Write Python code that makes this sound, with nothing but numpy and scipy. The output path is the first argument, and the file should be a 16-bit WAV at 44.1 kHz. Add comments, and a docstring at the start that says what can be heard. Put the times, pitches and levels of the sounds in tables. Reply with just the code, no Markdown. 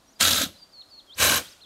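"""A hopper sprayer shoots mortar at a block wall in two short blasts of compressed air.
The jet hisses through the steel hopper, sputters on wet lumps and throws grit, while the hopper
throbs and the mortar gurgles and gulps. Heard from one microphone out in the yard, with the sprayer
in the foreground and a brief echo behind it. Farther off, a small bird whistles over a quiet background."""
import sys
import numpy as np
from scipy import signal
from scipy.fft import rfft, irfft
from scipy.io import wavfile
from scipy.ndimage import uniform_filter1d

SR = 44100
rng = np.random.default_rng(int(sys.argv[2]) if len(sys.argv) > 2 else 0)


def to_wav(sig):
    """Store sig (one row per channel, or 1-D mono) as 16-bit WAV at the path in sys.argv[1].

    Samples outside -1..1 are clipped; the rate is SR.
    """
    pcm = np.clip(np.atleast_2d(sig), -1, 1) * 32767
    pcm = np.round(pcm).astype(np.int16)
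    wavfile.write(sys.argv[1], SR, pcm.T)  # frames by channels


N = 72765
NOW, FREQS = np.arange(N) / SR, np.fft.rfftfreq(N, 1 / SR)


def amp(db):
    """Decibels to gain."""
    return 10 ** (np.asarray(db) / 20)


def unit_rms(x):
    """Scales to rms 1."""
    return x / np.sqrt(np.mean(x ** 2) + 1e-20)


def curve(points, hz=FREQS):
    """Reads a table on a log-frequency axis."""
    f, value = np.transpose(points)
    return np.interp(np.log(hz + 1), np.log(f + 1), value)


def lifts(bands):
    """Sum of bell-shaped lifts over frequency, in dB."""
    return sum(db / (1 + (2 * (FREQS - hz) / width) ** 2) for hz, width, db in bands)


def coloured(x, spectrum_db):
    """Filters x by a dB curve, then scales to rms 1: only the curve's shape counts."""
    return unit_rms(irfft(rfft(x) * amp(spectrum_db), N))


def drift(rate_hz):
    """Smooth random wander up to a rate, rms 1."""
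    return unit_rms(irfft(rfft(rng.standard_normal(N)) / (1 + (FREQS / rate_hz) ** 4), N))


def echo(x, t60s):
    """Diffuse reflections, each band dying at its own speed."""
    hz, t, noise = signal.stft(rng.standard_normal(SR), SR, nperseg=256)
    decay = np.exp(-np.log(1000) * t / curve(t60s, hz)[:, None])
    tail = signal.istft(noise * decay, SR, nperseg=256)[1]
    return signal.fftconvolve(x, tail / np.linalg.norm(tail))[:N]


# background noise (frequency [Hz], relative level [dB])
BACKGROUND_SPECTRUM = [(15, -36), (25, -2.5), (64, 2), (140, -4.5), (253, 2), (482, -4), (552, 1),
                       (826, -3), (1200, -4), (2300, -13), (4040, -8), (5730, -13), (10400, -18.5),
                       (13200, -22), (15500, -30)]
# faint, steady high bands in the background hiss (centre [Hz], width [Hz], lift [dB])
HISS_LIFTS = [(6900, 700, 3), (9600, 350, 6), (10200, 770, -4), (13250, 600, 5.5)]
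def background():
    """The quiet, steady noise floor under everything else."""
    return amp(-60.5) * coloured(rng.standard_normal(N), curve(BACKGROUND_SPECTRUM) + lifts(HISS_LIFTS))


# reflections off walls near the bird (delay [s], gain [dB])
WALL_BOUNCES = [(0.028, -8), (.083, -18), (.116, -21)]
# diffuse tail of the song (frequency [Hz], t60 [s])
BIRD_DECAY = [(3000, 0.54), (7000, 0.59)]
def bird_echo(song, centre_hz=4330, half_width_hz=260):
    """The whistles bounce off walls, most clearly around their held pitch, and ring on."""
    band = 1 / (1 + ((FREQS - centre_hz) / half_width_hz) ** 2)
    held = irfft(rfft(song) * band, N)
    bounces = sum(amp(db) * np.pad(held, (round(delay * SR), 0))[:N] for delay, db in WALL_BOUNCES)
    return bounces + amp(-11.5) * echo(song, BIRD_DECAY)


# the song, one list a note (time [s], pitch [Hz], level [dB])
BIRD_NOTES = [
    [(.068, 5720, -70), (.094, 5720, -56), (.11, 6550, -67), (.123, 7100, -66), (.135, 5750, -58),
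     (.144, 4200, -70)],
    [(.159, 4900, -65), (.167, 4800, -56), (.178, 4800, -63)],
    [(.543, 4180, -53), (.570, 3930, -54), (.589, 4980, -53), (.61, 4710, -56), (.631, 4690, -42.5),
     (.645, 4630, -53)],
    [(.714, 5250, -69), (.738, 4540, -47.5), (.783, 4210, -45.5), (.806, 4345, -43), (.818, 3950, -43.5),
     (.83, 2660, -66)],
    [(.894, 5310, -67), (.918, 4540, -46), (.953, 4310, -46), (.968, 4280, -55), (.991, 4270, -41.5),
     (1.009, 3110, -54.5)],
    [(1.07, 3400, -64), (1.102, 3090, -47.5), (1.128, 3620, -44.5), (1.144, 4400, -47), (1.155, 6330, -52)],
    [(1.455, 3155, -48), (1.488, 4160, -48.5), (1.504, 6770, -60), (1.518, 5340, -52), (1.536, 4370, -53)],
    [(1.602, 2490, -59), (1.618, 4360, -48.5), (1.63, 4100, -48.5), (1.65, 3195, -49)],
]
def bird(edge_s=.003):
    """A small bird in the distance: pure gliding whistles that waver slightly."""
    song = np.zeros(N)
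    for note in BIRD_NOTES:
        s, hz, db = np.transpose(note)
        glide = uniform_filter1d(np.interp(NOW, s, hz), size=400)
        pitch = glide * (1 + 0.0018 * drift(rate_hz=160))
        gate = np.clip(np.minimum(NOW - s[0], s[-1] - NOW) / edge_s + 1, 0, 1)
        level = amp(np.interp(NOW, s, db) + drift(rate_hz=38))
        song += gate * level * np.sin(2 * np.pi * np.cumsum(pitch) / SR)
    return song + bird_echo(song)


# reverberation of the yard (frequency [Hz], t60 [s])
YARD_DECAY = [(80, 1), (180, 0.22), (1500, 0.55), (4000, 0.56), (8000, 0.53), (15000, 0.38)]
def yard(x):
    """The yard throws a brief, diffuse echo back to the microphone."""
    return echo(x, YARD_DECAY)


# air pockets (time [s], pitch [Hz], level [dB], half-length [s])
AIR_POCKETS = [(.338, 226, -29, 0.008), (0.413, 261, -27, 0.0054), (.415, 573, -25, 0.0025),
               (.437, 264, -25.5, 0.004), (.466, 193, -34, 0.0062), (0.506, 340, -51.5, 0.014),
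               (1.251, 590, -22.5, 0.0029)]
def gulps():
    """Pockets of air gulp through the mortar as the hopper empties."""
    pops = np.zeros(N)
    for s, hz, db, half_length in AIR_POCKETS:
        t = NOW - s
        pops += amp(db) * np.exp(-(t / half_length) ** 2) * np.sin(2 * np.pi * (hz * t + rng.random()))
    return pops + amp(-12) * yard(pops)


# wet gurgle (frequency [Hz], relative level [dB])
GURGLE_SPECTRUM = [(40, -30), (130, -7.5), (300, 9.5), (380, -8), (450, -0.5), (650, 5), (850, -16),
                   (1500, -17), (3000, -48)]
def gurgle(flow):
    """Low, wet noise that follows the airflow."""
    return amp(-20) * flow * coloured(rng.standard_normal(N), curve(GURGLE_SPECTRUM))


# swell of the hopper's throb, one list a blast (time [s], level [dB])
THROB_LEVELS = [
    [(.182, -52), (.205, -47.5), (.25, -37.5), (.305, -36.5), (.35, -42), (.46, -46), (.525, -56),
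     (.565, -69)],
    [(1.155, -62), (1.185, -47), (1.22, -31.5), (1.3, -41), (1.42, -43), (1.455, -88)],
]
def hopper_throb(pull, pitch_hz=85.5, wander_hz=2.9, flutter=0.43):
    """The loaded hopper throbs low and unevenly with the blast numbered by pull."""
    s, db = np.transpose(THROB_LEVELS[pull])
    cycles = np.cumsum(pitch_hz + wander_hz * drift(rate_hz=23)) / SR
    level = amp(np.interp(NOW, s, db, left=-np.inf, right=-np.inf))
    return level * (1 + flutter * drift(rate_hz=43)) * np.sin(2 * np.pi * cycles)


# grains landing on the wall (frequency [Hz], relative level [dB])
SPATTER_SPECTRUM = [(200, -57), (700, -9), (1300, -6), (2500, 0.5), (5000, -2.5), (9000, -2.5),
                    (15000, -31)]
def spatter(t, grains_per_s=5000, spread_db=1.5, slug_fade_s=0.086):
    """Wet sand strikes the wall: a first slug of mortar fades to light grit."""
    hits = (rng.random(N) < grains_per_s / SR) * rng.choice([-1, 1], N)
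    sizes = amp(spread_db * np.minimum(rng.exponential(1, N), 4))
    grit = amp(-19)
    slug = amp(-4) * np.exp(-np.maximum(t, 0) / slug_fade_s)
    return (grit + slug) * coloured(hits * sizes, curve(SPATTER_SPECTRUM))


# big lumps choke the jet (-) or clear the nozzle (+) (time [s], level change [dB])
BIG_LUMPS = [(0.21, 4.5), (0.228, 3), (.241, -1), (0.254, 2), (0.284, 2.5), (0.303, -4.5), (0.309, 5),
             (0.321, -1.5), (.382, 2.5), (0.419, 3.5), (1.186, 3.5), (1.228, 3), (1.326, 0), (1.345, 1.5),
             (1.356, -2.5)]
def sputter(half_length_s=.0045, rate_hz=75, depth_db=.9):
    """Gain of the spray: small lumps choke it dozens of times a second, big ones make it stall and spit."""
    big = sum(db * np.exp(-((NOW - s) / half_length_s) ** 2) for s, db in BIG_LUMPS)
    around_rate_db = -3 * np.log2((FREQS + 1) / rate_hz) ** 2
    small = depth_db * coloured(rng.standard_normal(N), around_rate_db)
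    return amp(big + small)


# the jet flickers more in the treble (frequency [Hz], depth [dB])
JET_FLICKER = [(1500, 1.0), (4000, 1.2), (7000, 2.4), (13000, 2.9)]
def jet(spectrum_db):
    """Turbulent air, broken into flickering patches by passing lumps."""
    hz, _, noise = signal.stft(rng.standard_normal(N), SR, nperseg=256)
    patches = uniform_filter1d(rng.standard_normal(noise.shape), size=8, axis=0)  # across frequency
    patches = unit_rms(uniform_filter1d(patches, size=2, axis=1))  # across time
    flicker = amp(curve(JET_FLICKER, hz)[:, None] * patches)
    air = signal.istft(noise * flicker, SR, nperseg=256)[1][:N]
    return coloured(air, spectrum_db)


def airflow(t, opening, held, db, sag, closing, leak_lead_s=.009, leak_rise_s=.004, kick_s=0.007):
    """The valve leaks a little, opens with a kick, the pressure sags, the valve shuts."""
    opened = .5 * (1 + np.tanh(t / (2 * opening)))
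    leak = amp(-34) * .5 * (1 + np.tanh((t + leak_lead_s) / (2 * leak_rise_s)))
    since = np.maximum(t, 0)
    kick_db = np.exp(-since / kick_s)  # air stored in the hose adds a 1 dB push
    return (opened + leak) * amp(db + kick_db - sag * since - closing * np.maximum(t - held, 0))


# the valve (half open at [s], opening time [s], held [s], level [dB], sag [dB/s], closing [dB/s])
TRIGGER_PULLS = [(0.2071, 0.0032, 0.23, -19, 27, 440), (1.206, 0.01, 0.17, -18.5, 23, 497)]
# the jet as heard from the foot and the top of the wall (frequency [Hz], relative level [dB])
FOOT_SPECTRUM = [(18, -64), (30, -34), (81, -5), (120, -6.5), (292, 0.5), (379, -28), (443, -4), (1050, -9),
                 (1330, -5.5), (2300, -4.5), (3880, 4), (5310, -2.5), (9680, -8.5), (11600, -5.5),
                 (15500, -14.5)]
TOP_SPECTRUM = [(18, -48), (30, -24), (81, -6.5), (192, -6.5), (420, -8), (518, -2), (852, -10), (1590, -7),
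                (2020, -9.5), (2300, -10), (2620, -6.5), (3980, -8), (4910, -9), (11900, -13), (15500, -20)]
# hopper and nozzle resonances at each position (centre [Hz], width [Hz], lift [dB])
FOOT_RESONANCES = [(247, 140, 1.5), (1315, 128, 14), (1605, 184, 10), (3290, 160, 5.5), (3710, 84, 6),
                   (3950, 170, 6), (6470, 250, 7), (7250, 320, 7.5), (8000, 140, 4), (12500, 1900, 3)]
TOP_RESONANCES = [(1067, 132, 11.5), (1587, 240, 10), (2326, 200, 9.5), (2650, 100, -2.5), (2970, 300, 7),
                  (3970, 210, 11.5), (6150, 440, 6.5), (6700, 210, 4.5), (8000, 300, 6.5),
                  (11700, 940, 8.5), (13430, 600, 8.5)]
# the yard's answer to each blast (gain [dB])
YARD_GAINS = [-21.5, -16]
def sprayer(gurgle_lag_s=0.032):
    """In the foreground: one blast low against the wall, one near its top, each ringing the hopper."""
    positions = [(FOOT_SPECTRUM, FOOT_RESONANCES), (TOP_SPECTRUM, TOP_RESONANCES)]
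    out = np.zeros(N)
    for pull, (spectrum, resonances) in enumerate(positions):
        start, *valve = TRIGGER_PULLS[pull]
        t = NOW - start
        flow = airflow(t, *valve)
        out += flow * sputter() * (jet(curve(spectrum) + lifts(resonances)) + spatter(t))
        out += gurgle(airflow(t - gurgle_lag_s, *valve))  # outlasts the jet
        out += hopper_throb(pull)
        out += amp(YARD_GAINS[pull]) * yard(flow * jet(curve(spectrum)))
    return out + gulps()


def scene():
    """Sprayer, bird and background, in mono."""
    return (sprayer() + bird() + background())[None]


def record(dry, cutoff_hz=15780):
    """The recorder's band limit: a steep low-pass."""
    lowpass = signal.firwin(801, cutoff_hz, window=("kaiser", 9), fs=SR)
    return signal.oaconvolve(dry, lowpass[None], "same")


dry = scene()
out = record(dry)
to_wav(out)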